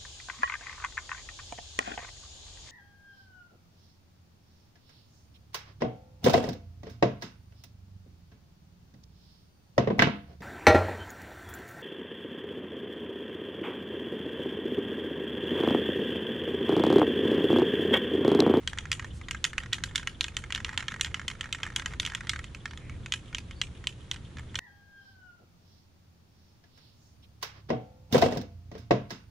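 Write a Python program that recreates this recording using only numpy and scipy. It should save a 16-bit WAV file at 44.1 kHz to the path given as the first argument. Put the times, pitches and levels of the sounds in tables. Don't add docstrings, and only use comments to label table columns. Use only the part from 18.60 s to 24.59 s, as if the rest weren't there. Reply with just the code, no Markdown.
import sys
import numpy as np
from scipy import signal
from scipy.fft import rfft, irfft, next_fast_len
from scipy.io import wavfile
from scipy.ndimage import uniform_filter1d

SR = 44100
rng = np.random.default_rng(int(sys.argv[2]) if len(sys.argv) > 2 else 0)


def to_wav(s):
    ch = np.atleast_2d(s).T
    pcm = np.round(np.clip(ch, -1, 1) * 32767)
    wavfile.write(sys.argv[1], SR, pcm.astype(np.int16))


N = 264291


def amp(db):
    return 10 ** (np.asarray(db) / 20)


def unit(x):
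    return x / np.sqrt(np.mean(x ** 2) + 1e-20)


def read(points, hz):
    f, value = np.transpose(points)
    return np.interp(np.log(hz + 1), np.log(f + 1), value)


def curve(points):
    return np.interp(np.arange(N) / SR, *np.transpose(points))


def add(mix, s, sound):
    part = mix[:, max(round(s * SR), 0):][:, :sound.shape[1]]
    part += sound[:, :part.shape[1]]


def bins(size):
    return np.fft.rfftfreq(size, 1 / SR)


def causal(db):
    log_gain = np.log(amp(np.r_[db, db[-2:0:-1]]))
    return np.exp(np.conj(signal.hilbert(log_gain)))[:len(db)]


def pair(a, b, likeness):
    c = np.clip(likeness, 0, 1)
    return np.array([a, c * a + np.sqrt(1 - c ** 2) * b])


def noise(colour, likeness):
    size = next_fast_len(N, True)
    hz = bins(size)
    a, b = rfft(rng.standard_normal((2, size)))
    coloured = pair(a, b, read(likeness, hz)) * amp(read(colour, hz))
    return unit(irfft(coloured, size)[:, :N])


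def can(focus, ring_shift_db):
    return clacks(focus, ring_shift_db) + tocks(focus, ring_shift_db)


# start_s [s], level_db [dB], pitch_hz [Hz], bright_db [dB], crack_sharp_db [dB], ring_db [dB]
END_CLACKS = [(0.0753, -26.5, 3140, 7, -1, 0), (0.1859, -31, 3130, 3.5, 0, 1),
              (0.3164, -25.0, 2730, 3, 4, 3), (0.3284, -30.0, 2990, 5.5, 1, 1),
              (0.71, -30.5, 3020, 1.5, 3, -3), (0.842, -23.5, 3280, 6.5, 3, -4),
              (0.8499, -26.5, 2900, 1.5, 3, 1), (0.9808, -26.0, 2930, -2, -2, 2),
              (1.1269, -36.5, 3000, 4, -10, -9), (1.1306, -24.0, 3480, 6, 1, 2),
              (1.1429, -36, 2690, 7, 1, 2), (1.2376, -29.0, 1720, 1, 5, 3), (1.3575, -24.0, 3190, 6, 2, 1),
              (1.379, -32.5, 3470, 7, -2, 2), (1.473, -27.5, 3000, -0.5, 0, 1),
              (1.6091, -23.5, 3500, 9.5, -1, -2), (1.6421, -30.0, 3380, 6, 0, -1),
              (1.7676, -28.5, 3100, 5, 2, 0.5), (1.9235, -30.0, 3200, 5.5, -3, -3),
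              (1.9488, -28.5, 3170, 8.5, -3, -3), (2.0465, -30, 3350, 3.5, 0, -1),
              (2.1762, -25.5, 3000, 5, -1, 0), (2.2823, -29.0, 3400, 1.5, -2, 2),
              (2.4108, -24.0, 2950, 8, 3, 1), (2.4465, -31.0, 3340, 2, 2, -1),
              (2.4592, -39.0, 2970, 5, -1, 7), (2.5434, -28.5, 2950, 1, -3, 5),
              (2.6805, -28.5, 3100, 7, 0, -1), (2.8096, -30.5, 3080, 4.5, -3, -1),
              (2.9267, -28.0, 3140, 9.5, -1, 3), (3.032, -29.0, 3080, 3, -2, 4),
              (3.1616, -25.5, 3140, 8, 2, 1), (3.2595, -29.0, 3100, -0.5, 3, 4),
              (3.3987, -25.5, 3470, 7.5, 1, 2), (3.4505, -31.5, 3060, 7, -2, -1),
              (3.4627, -31.0, 3040, 9, 0, -2), (3.5494, -29.5, 3300, 2.5, 1, -1),
              (3.6941, -25.5, 3810, 3, 4, 3), (3.8419, -42.0, 2960, 2.5, 1, 3),
              (4.1747, -43.5, 3400, 4.5, -1, 4), (4.522, -25.5, 3100, 9.5, -2, 1),
              (4.538, -28.5, 2950, 5, 0, 0), (4.7475, -29.0, 2990, 7.5, -2, 3),
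              (5.0152, -24.0, 2820, 8, -3, -3.5), (5.271, -25.5, 2990, 11.5, -4, -8.5),
              (5.5134, -28.5, 3190, 11, -1, -5), (5.5425, -45.5, 2800, 5, 1, 0),
              (5.955, -29.0, 3470, 8, -1, 2.5)]


def clacks(focus, ring_shift_db, trim_db=-.1):
    out = np.zeros((2, N))
    for start_s, level_db, pitch_hz, bright_db, sharp_db, ring_db in END_CLACKS:
        strengths_db = registers(level_db + trim_db, bright_db, sharp_db)
        add(out, start_s, blow(pitch_hz, ring_db + ring_shift_db, strengths_db, focus))
    return out


# start_s [s], level_db [dB], pitch_hz [Hz], bright_db [dB]
WALL_TOCKS = [(0.1322, -37.5, 1660, -9), (0.175, -39.5, 1570, -12), (0.2548, -40.0, 1610, -9),
              (0.3954, -34.5, 2110, -6), (0.4243, -45.5, 1610, -8), (0.445, -38.0, 1860, -10),
              (0.6134, -45.5, 2180, -10), (0.6848, -37.5, 1770, -4), (0.7472, -34.5, 1530, -14),
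              (0.932, -38.5, 1640, -9), (1.035, -42.0, 1850, -9), (1.06, -43.5, 1590, -8),
              (1.183, -42.0, 1850, -7), (1.3512, -40.5, 1720, -4), (1.3962, -42, 1590, -6),
              (1.4299, -42.0, 1570, -7), (1.682, -39.0, 2540, 4), (1.839, -39.0, 2090, -9),
              (1.9045, -36.5, 2090, -7), (1.9591, -33.5, 1810, 2), (1.9771, -37.0, 1790, -5),
              (2.003, -40.5, 1720, -8), (2.0918, -34.5, 1740, -11), (2.1308, -40.5, 1810, -10),
              (2.2052, -36.5, 1810, -3), (2.2258, -39.5, 1810, -7), (2.3194, -38.0, 1380, -8),
              (2.341, -36.5, 1740, -10), (2.362, -42.0, 1830, -15), (2.3966, -42.5, 1810, -12),
              (2.4698, -42.0, 1810, -6), (2.5954, -36.5, 1420, -10), (2.6155, -42.5, 1510, -10),
              (2.7008, -39.0, 2300, -2), (2.7132, -40.0, 1940, -2), (2.8418, -39.0, 1830, -11),
              (2.8573, -42.0, 1740, -11), (2.948, -36.0, 1870, -4), (3.0653, -36.0, 1890, -17),
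              (3.1021, -42.5, 1830, -13), (3.1963, -34.5, 1580, -2), (3.2214, -40.0, 1640, -8),
              (3.336, -40, 1960, -9), (3.4294, -39.5, 1660, 2), (3.474, -37.0, 2020, -3),
              (3.4993, -41.0, 1660, -1), (3.5202, -39.5, 1890, -12), (3.5355, -42.5, 1640, -12),
              (3.6074, -37.5, 1690, -10), (3.6704, -40.5, 1810, -2), (3.734, -33.5, 1700, -10),
              (3.7605, -36.0, 1590, -9), (3.7912, -37.5, 1980, -8), (3.9476, -40.5, 2520, 3),
              (4.0562, -32.0, 1610, -8), (4.1094, -45.5, 1440, -1), (4.134, -46.5, 1720, -7),
              (4.2962, -45.0, 1980, -5), (4.4607, -38.5, 2450, 0), (4.7275, -46.0, 1700, -7),
              (4.7832, -36.0, 2540, 7), (4.91, -44.5, 1960, 0), (5.2407, -45.5, 1890, -5),
              (5.561, -47.0, 2000, -1), (5.7701, -45.5, 1890, -3), (5.7844, -45.0, 1720, -3),
              (5.794, -45.5, 2020, -7), (5.9439, -44, 2110, -9), (5.9886, -31.5, 1890, -1)]
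TOCK_RING_DB, TOCK_SHARP_DB = 4.3, 0.3


def tocks(focus, ring_shift_db, trim_db=-.3):
    out = np.zeros((2, N))
    for start_s, level_db, pitch_hz, bright_db in WALL_TOCKS:
        strengths_db = registers(level_db + trim_db, bright_db, TOCK_SHARP_DB)
        add(out, start_s, blow(pitch_hz, TOCK_RING_DB + ring_shift_db, strengths_db, focus))
    return out


BODY_DB, HOLLOW_DB, CRACK_DB = -1.1, -7, -10.3
HOLLOW_PER_FORCE, CRACK_PER_BRIGHT = -.25, .34
MIDDLING_DB = -35


def registers(level_db, bright_db, sharp_db):
    body_db = level_db + BODY_DB - 10 * np.log10(1 + amp(bright_db) ** 2)
    hollow_db = body_db + HOLLOW_DB + HOLLOW_PER_FORCE * (level_db - MIDDLING_DB)
    crack_db = level_db + CRACK_DB + CRACK_PER_BRIGHT * bright_db + sharp_db
    return np.array([hollow_db, body_db, body_db + bright_db, crack_db])


REGISTER_BORDERS = [700, 1500, 2400, 4200, 12000]
# freq_hz [Hz], likeness [0-1]
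KNOCK_LIKENESS = [(500, 0.94), (1000, 0.83), (2000, 0.99), (3500, 0.97), (5000, 0.88), (7800, 0.85),
                  (9500, 0.48), (12000, .2)]
# delay_s [s], gain [linear]
NEAR_REFLECTIONS = [(.0022, 0.24), (.0034, 0.21), (.0071, 0.14)]


def blow(pitch_hz, ring_db, register_db, focus, low_cut_hz=700, size=2048):
    hz, edges = bins(size), np.array(REGISTER_BORDERS)
    left_knock = knock(pitch_hz, ring_db, focus, size)
    other_knock = knock(pitch_hz, ring_db, focus, size)
    z = pair(left_knock, other_knock, read(KNOCK_LIKENESS, hz))
    reflections = 1
    for delay_s, gain in NEAR_REFLECTIONS:
        reflections = reflections + gain * np.exp(-2j * np.pi * hz * delay_s * rng.uniform(.88, 1.12))
    low_cut_db = -10 * np.log10(1 + (low_cut_hz / (hz + 100)) ** 4)
    z = z * reflections * causal(low_cut_db)
    centres, register = np.sqrt(edges[1:] * edges[:-1]), np.digitize(hz, edges)
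    for _ in range(2):
        energy = np.bincount(register, (abs(z) ** 2).mean(0))[1:-1] * 2 / size
        power = energy / (SR / 100)
        z = z * causal(read(np.c_[centres, register_db - 10 * np.log10(power)], hz))
    fade_out = np.minimum(np.linspace(2, 0, size), 1)
    return irfft(z) * fade_out


# freq_hz [Hz], level_db [dB], t60_s [s]
CAN_MODES = [(1038, -8, 0.021), (1310, -4.5, 0.026), (1604, -4, 0.03), (1850, -0.5, 0.027), (2138, 3, .022),
             (2463, 1.5, 0.022), (2780, -0.5, 0.022), (3028, 3, 0.025), (3254, 3.5, 0.02),
             (3546, 2.5, 0.018), (3956, -3.5, 0.024), (4450, -5.5, 0.019), (4950, -12, 0.013),
             (5740, -3, 0.014), (6310, -7.5, 0.018), (6930, -13, 0.016), (7410, -12.5, 0.016),
             (8100, -21, 0.018), (9000, -14.5, 0.017), (9930, -14.5, 0.021)]
# freq_hz [Hz], level_db [dB]
CRACK_COLOUR = [(200, -30), (650, -18.5), (1500, -3), (3200, 1.5), (5000, -3), (7200, -3), (8600, -15),
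                (10200, -19), (11200, -28.5), (13500, -28.5), (16000, -41)]


def knock(pitch_hz, ring_db, focus, size, knock_s=0.00025, crack_s=0.00046, crack_db=-5, modes_db=-2,
          chatter_db=-9, chatter_s=0.0024):
    t = np.arange(size) / SR
    dent_envelope = (t / knock_s) ** 2 * np.exp(-t / knock_s)
    dent = dent_envelope * np.sin(2 * np.pi * (pitch_hz * t + rng.random()))
    contact = np.exp(-t / crack_s) + amp(chatter_db + ring_db) * np.exp(-t / chatter_s)
    contact = contact * (1 - np.exp(-t / 0.00026)) * rng.standard_normal(size)
    crack = irfft(rfft(contact) * causal(read(CRACK_COLOUR, bins(size))))
    hz, db, t60 = np.transpose(CAN_MODES)[:, :, None]
    weight, detune, phase = rng.standard_normal((3, len(CAN_MODES), 1))
    near_pitch = np.exp(-(np.log(hz / pitch_hz) / 0.098) ** 2)
    weight = amp(db + 2.4 * weight) * (1 + focus * near_pitch)
    waves = np.sin(2 * np.pi * (hz * (1 + .025 * detune) * t + phase))
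    ring = (weight * amp(-60 * t / t60) * waves).sum(0)
    ring *= (1 - np.exp(-t / 0.00033)) ** 2
    return rfft(unit(dent) + amp(crack_db + ring_db / 2) * unit(crack) + amp(ring_db + modes_db) * unit(ring))


# time_s [s], level_db [dB]
SKITTER_LEVEL = [(0.0, -55), (0.33, -57), (0.62, -65), (1.08, -54), (1.38, -56), (1.93, -57.5),
                 (2.1, -46.5), (2.4, -49), (2.67, -55), (2.82, -53.5), (3.09, -48), (3.52, -54),
                 (3.62, -49), (3.79, -62), (3.9, -70), (4.3, -63.5), (4.74, -69.5), (5.99, -63)]


def skitter(per_s=120, spread_db=5.5, trim_db=-3.2, count=12):
    out = np.zeros((2, N))
    for _ in range(count):
        tick = blow(rng.uniform(1200, 2200), 6, np.array([-3, -1.5, -8.5, -11.5]), 1)
        strength = amp(spread_db * np.minimum(rng.exponential(1, N), 2))
        grazes = (rng.random(N) < per_s / count / SR) * strength
        out += signal.oaconvolve(grazes[None], tick, axes=1)[:, :N]
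    return unit(out) * amp(curve(SKITTER_LEVEL) + trim_db) * wall_contact()


def wall_contact(flight_s=.03, flight_db=-2.5, settle_s=.05, settle_db=4):
    t = np.arange(N) / SR
    clack_s = np.r_[-1, np.sort([row[0] for row in END_CLACKS]), N / SR + 1]
    coming = np.searchsorted(clack_s, t)
    before, after = clack_s[coming] - t, t - clack_s[coming - 1]
    return amp(flight_db * np.exp(-(before / flight_s) ** 2) + settle_db * np.exp(-after / settle_s))


# start_s [s], length_s [s], centre_hz [Hz], width_hz [Hz], level_db [dB]
HISS_AND_WHISTLES = [(0.518, 0.093, 6800, 3000, -61.5), (4.06, 0.088, 4500, 220, -66),
                     (4.169, 0.23, 2150, 400, -59), (4.944, .085, 4550, 240, -64)]
# from_s [s], until_s [s], interval_s [s], level_db [dB]
SQUEAKS = [(.5, 1.6, 0.13, -54.5), (3.867, 4.06, 0.13, -57), (4.429, 5.95, .243, -59)]
SQUEAK_S, SQUEAK_HZ, SQUEAK_WIDTH_HZ = .026, 3260, 370


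def swishes():
    out = np.zeros((2, N))
    for start_s, length_s, hz, width_hz, level_db in HISS_AND_WHISTLES:
        add(out, start_s, swish(length_s, hz, width_hz, level_db))
    for from_s, until_s, interval_s, level_db in SQUEAKS:
        for start_s in np.arange(from_s, until_s, interval_s):
            add(out, start_s, swish(SQUEAK_S, SQUEAK_HZ, SQUEAK_WIDTH_HZ, level_db))
    return out


def swish(length_s, hz, width_hz, level_db, likeness=0.93):
    swell = signal.windows.tukey(round(length_s * SR), .7)
    z = pair(*rfft(rng.standard_normal((2, SR))), likeness)
    z = z / (1 + ((bins(SR) - hz) / width_hz) ** 4)
    return amp(level_db) * swell * unit(irfft(z))[:, :len(swell)]


# delay_s [s], level_db [dB], smear_s [s]
FAR_REFLECTIONS = [(.0095, -20.5, .003), (.021, -17, 0.0045), (.034, -28, .006), (.054, -26.5, .005),
                   (.136, -30.5, .006), (.157, -31, .012)]
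# freq_hz [Hz], level_db [dB]
REFLECTION_COLOUR = [(500, 1), (1500, 0.5), (3200, -1.5), (4500, -3), (7500, -3), (9500, 6), (14000, -2)]
# freq_hz [Hz], t60_s [s]
TAIL_T60 = [(400, 0.1), (1500, 0), (3200, 0.08), (7000, 0.2), (14000, 0.08)]
# freq_hz [Hz], level_db [dB]
TAIL_COLOUR = [(400, 4.5), (1500, 6), (3200, -4), (4500, 1), (7000, 0), (10000, 7.5), (14000, -7.5)]


def yard(x, tail_db=-18, likeness=0.58, rise_s=.0015, tail_from_s=0.016, count=5):
    t, hz, out = np.arange(SR) / SR, bins(SR), np.zeros((2, N))
    place = rng.integers(0, count, N // 1024 + 1).repeat(1024)[:N]
    for k in range(count):
        scatter = irfft(pair(*rfft(rng.standard_normal((2, SR))), likeness))
        echoes = np.zeros((2, SR))
        for delay_s, db, smear_s in FAR_REFLECTIONS:
            envelope = np.exp(-np.maximum((t - delay_s) / smear_s, (delay_s - t) / rise_s))
            echoes += amp(db) * unit(scatter * envelope)
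        echoes = irfft(rfft(echoes) * amp(read(REFLECTION_COLOUR, hz)))
        tail_noise = irfft(pair(*rfft(rng.standard_normal((2, SR))), likeness))
        f, age, z = signal.stft(tail_noise, SR, nperseg=256)
        z = z * amp(read(TAIL_COLOUR, f)[:, None] - 60 * age / read(TAIL_T60, f)[:, None])
        tail = unit(signal.istft(z, SR)[1][:, :SR] * np.minimum(t / tail_from_s, 1) ** 2)
        response = (echoes + amp(tail_db) * tail) / np.sqrt(SR)
        here = uniform_filter1d(1. * (place == k), size=64)
        out += signal.fftconvolve(x * here, response, axes=1)[:, :N]
    return out


# freq_hz [Hz], left_lead_rad [rad]
SIDE_PHASE = [(300, 0.95), (3600, 0), (5100, -0.5), (6500, 0.53), (7300, -0.06), (8700, 0.2), (9800, -3),
              (11500, -0.3)]
# freq_hz [Hz], left_over_right_db [dB]
SIDE_BALANCE = [(300, -6), (1000, -3), (3000, -1.5), (5500, -1.3), (7300, 0), (10000, 0.5)]


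def left_right(x):
    size = next_fast_len(2 * N)
    hz = bins(size)
    lean = amp(read(SIDE_BALANCE, hz) / 2) * np.exp(.5j * read(SIDE_PHASE, hz))
    return irfft(rfft(x, size) * np.array([lean, 1 / lean]), size)[:, :N]


def background():
    drift, swell = noise([(1, -0.5), (4, -6.5), (20, -29), (200, -120)], [(1, 0), (200, 0)])
    return (air() + rumble(swell) + motor(drift)) * amp([[-.35], [.35]])


# freq_hz [Hz], density_db [dB per Hz]
AIR_COLOUR = [(20, -8), (100, -6.5), (400, -19), (750, -25), (1100, -24), (1600, -25.5), (2300, -29),
              (3400, -26.5), (5000, -36), (6800, -35), (8300, -39), (10200, -38), (11300, -59),
              (16000, -75)]
# freq_hz [Hz], likeness [0-1]
OUTDOOR_LIKENESS = [(30, 0.92), (120, .97), (300, 0.92), (600, 0.53), (1500, 0.23), (4000, 0.39),
                    (10000, 0.064)]


def air(level_db=-52.9):
    return amp(level_db) * noise(AIR_COLOUR, OUTDOOR_LIKENESS)


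# freq_hz [Hz], density_db [dB per Hz]
RUMBLE_COLOUR = [(12, -33), (22, -18), (30, -3.5), (45, -6), (60, -1), (76, 1), (100, -4), (150, -9),
                 (220, -15), (320, -21.5), (480, -27), (700, -39.5), (1200, -58.5), (4000, -100)]
# time_s [s], level_db [dB]
RUMBLE_COURSE = [(0.0, -49.0), (0.1, -41.5), (0.9, -45.0), (1.1, -42.5), (2.2, -44.5), (2.3, -49.0),
                 (2.4, -45.0), (3.0, -45.5), (3.3, -41.5), (3.9, -44.0), (4.1, -48.5), (4.4, -41.5),
                 (4.6, -47.5), (4.8, -43.5), (5.5, -46.5), (5.99, -43.5)]


def rumble(swell, trim_db=-.5, swell_db=1.3):
    level_db = curve(RUMBLE_COURSE) + trim_db + swell_db * swell
    return amp(level_db) * noise(RUMBLE_COLOUR, OUTDOOR_LIKENESS)


# speed_multiple [ratio], level_db [dB]
MOTOR_PARTIALS = [(2.04, -53), (3, -63.5), (4, -66), (5, -69.5), (6, -68.5), (7, -77.5), (8, -74), (9, -73),
                  (10, -83)]
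MOTOR_HZ = 58.9


def motor(drift, trim_db=-1, waver=0.004):
    turns = np.cumsum(MOTOR_HZ * (1 + waver * drift)) / SR
    hum = 0
    for multiple, level_db in MOTOR_PARTIALS:
        hum = hum + amp(level_db + trim_db) * np.sin(2 * np.pi * (multiple * turns + rng.random()))
    return np.sqrt(2) * hum


def scene():
    ticks = skitter()
    towards = can(focus=1.43, ring_shift_db=1.1) + ticks
    around = can(focus=.2, ring_shift_db=-4.5) + ticks
    return left_right(towards + yard(around)) + background() + swishes()


CUT_HZ = 16000


def record(dry):
    low_pass = signal.firwin(255, CUT_HZ, window=("kaiser", 9), fs=SR)
    return signal.oaconvolve(dry, low_pass[None], "same")


dry = scene()
out = record(dry)
to_wav(out)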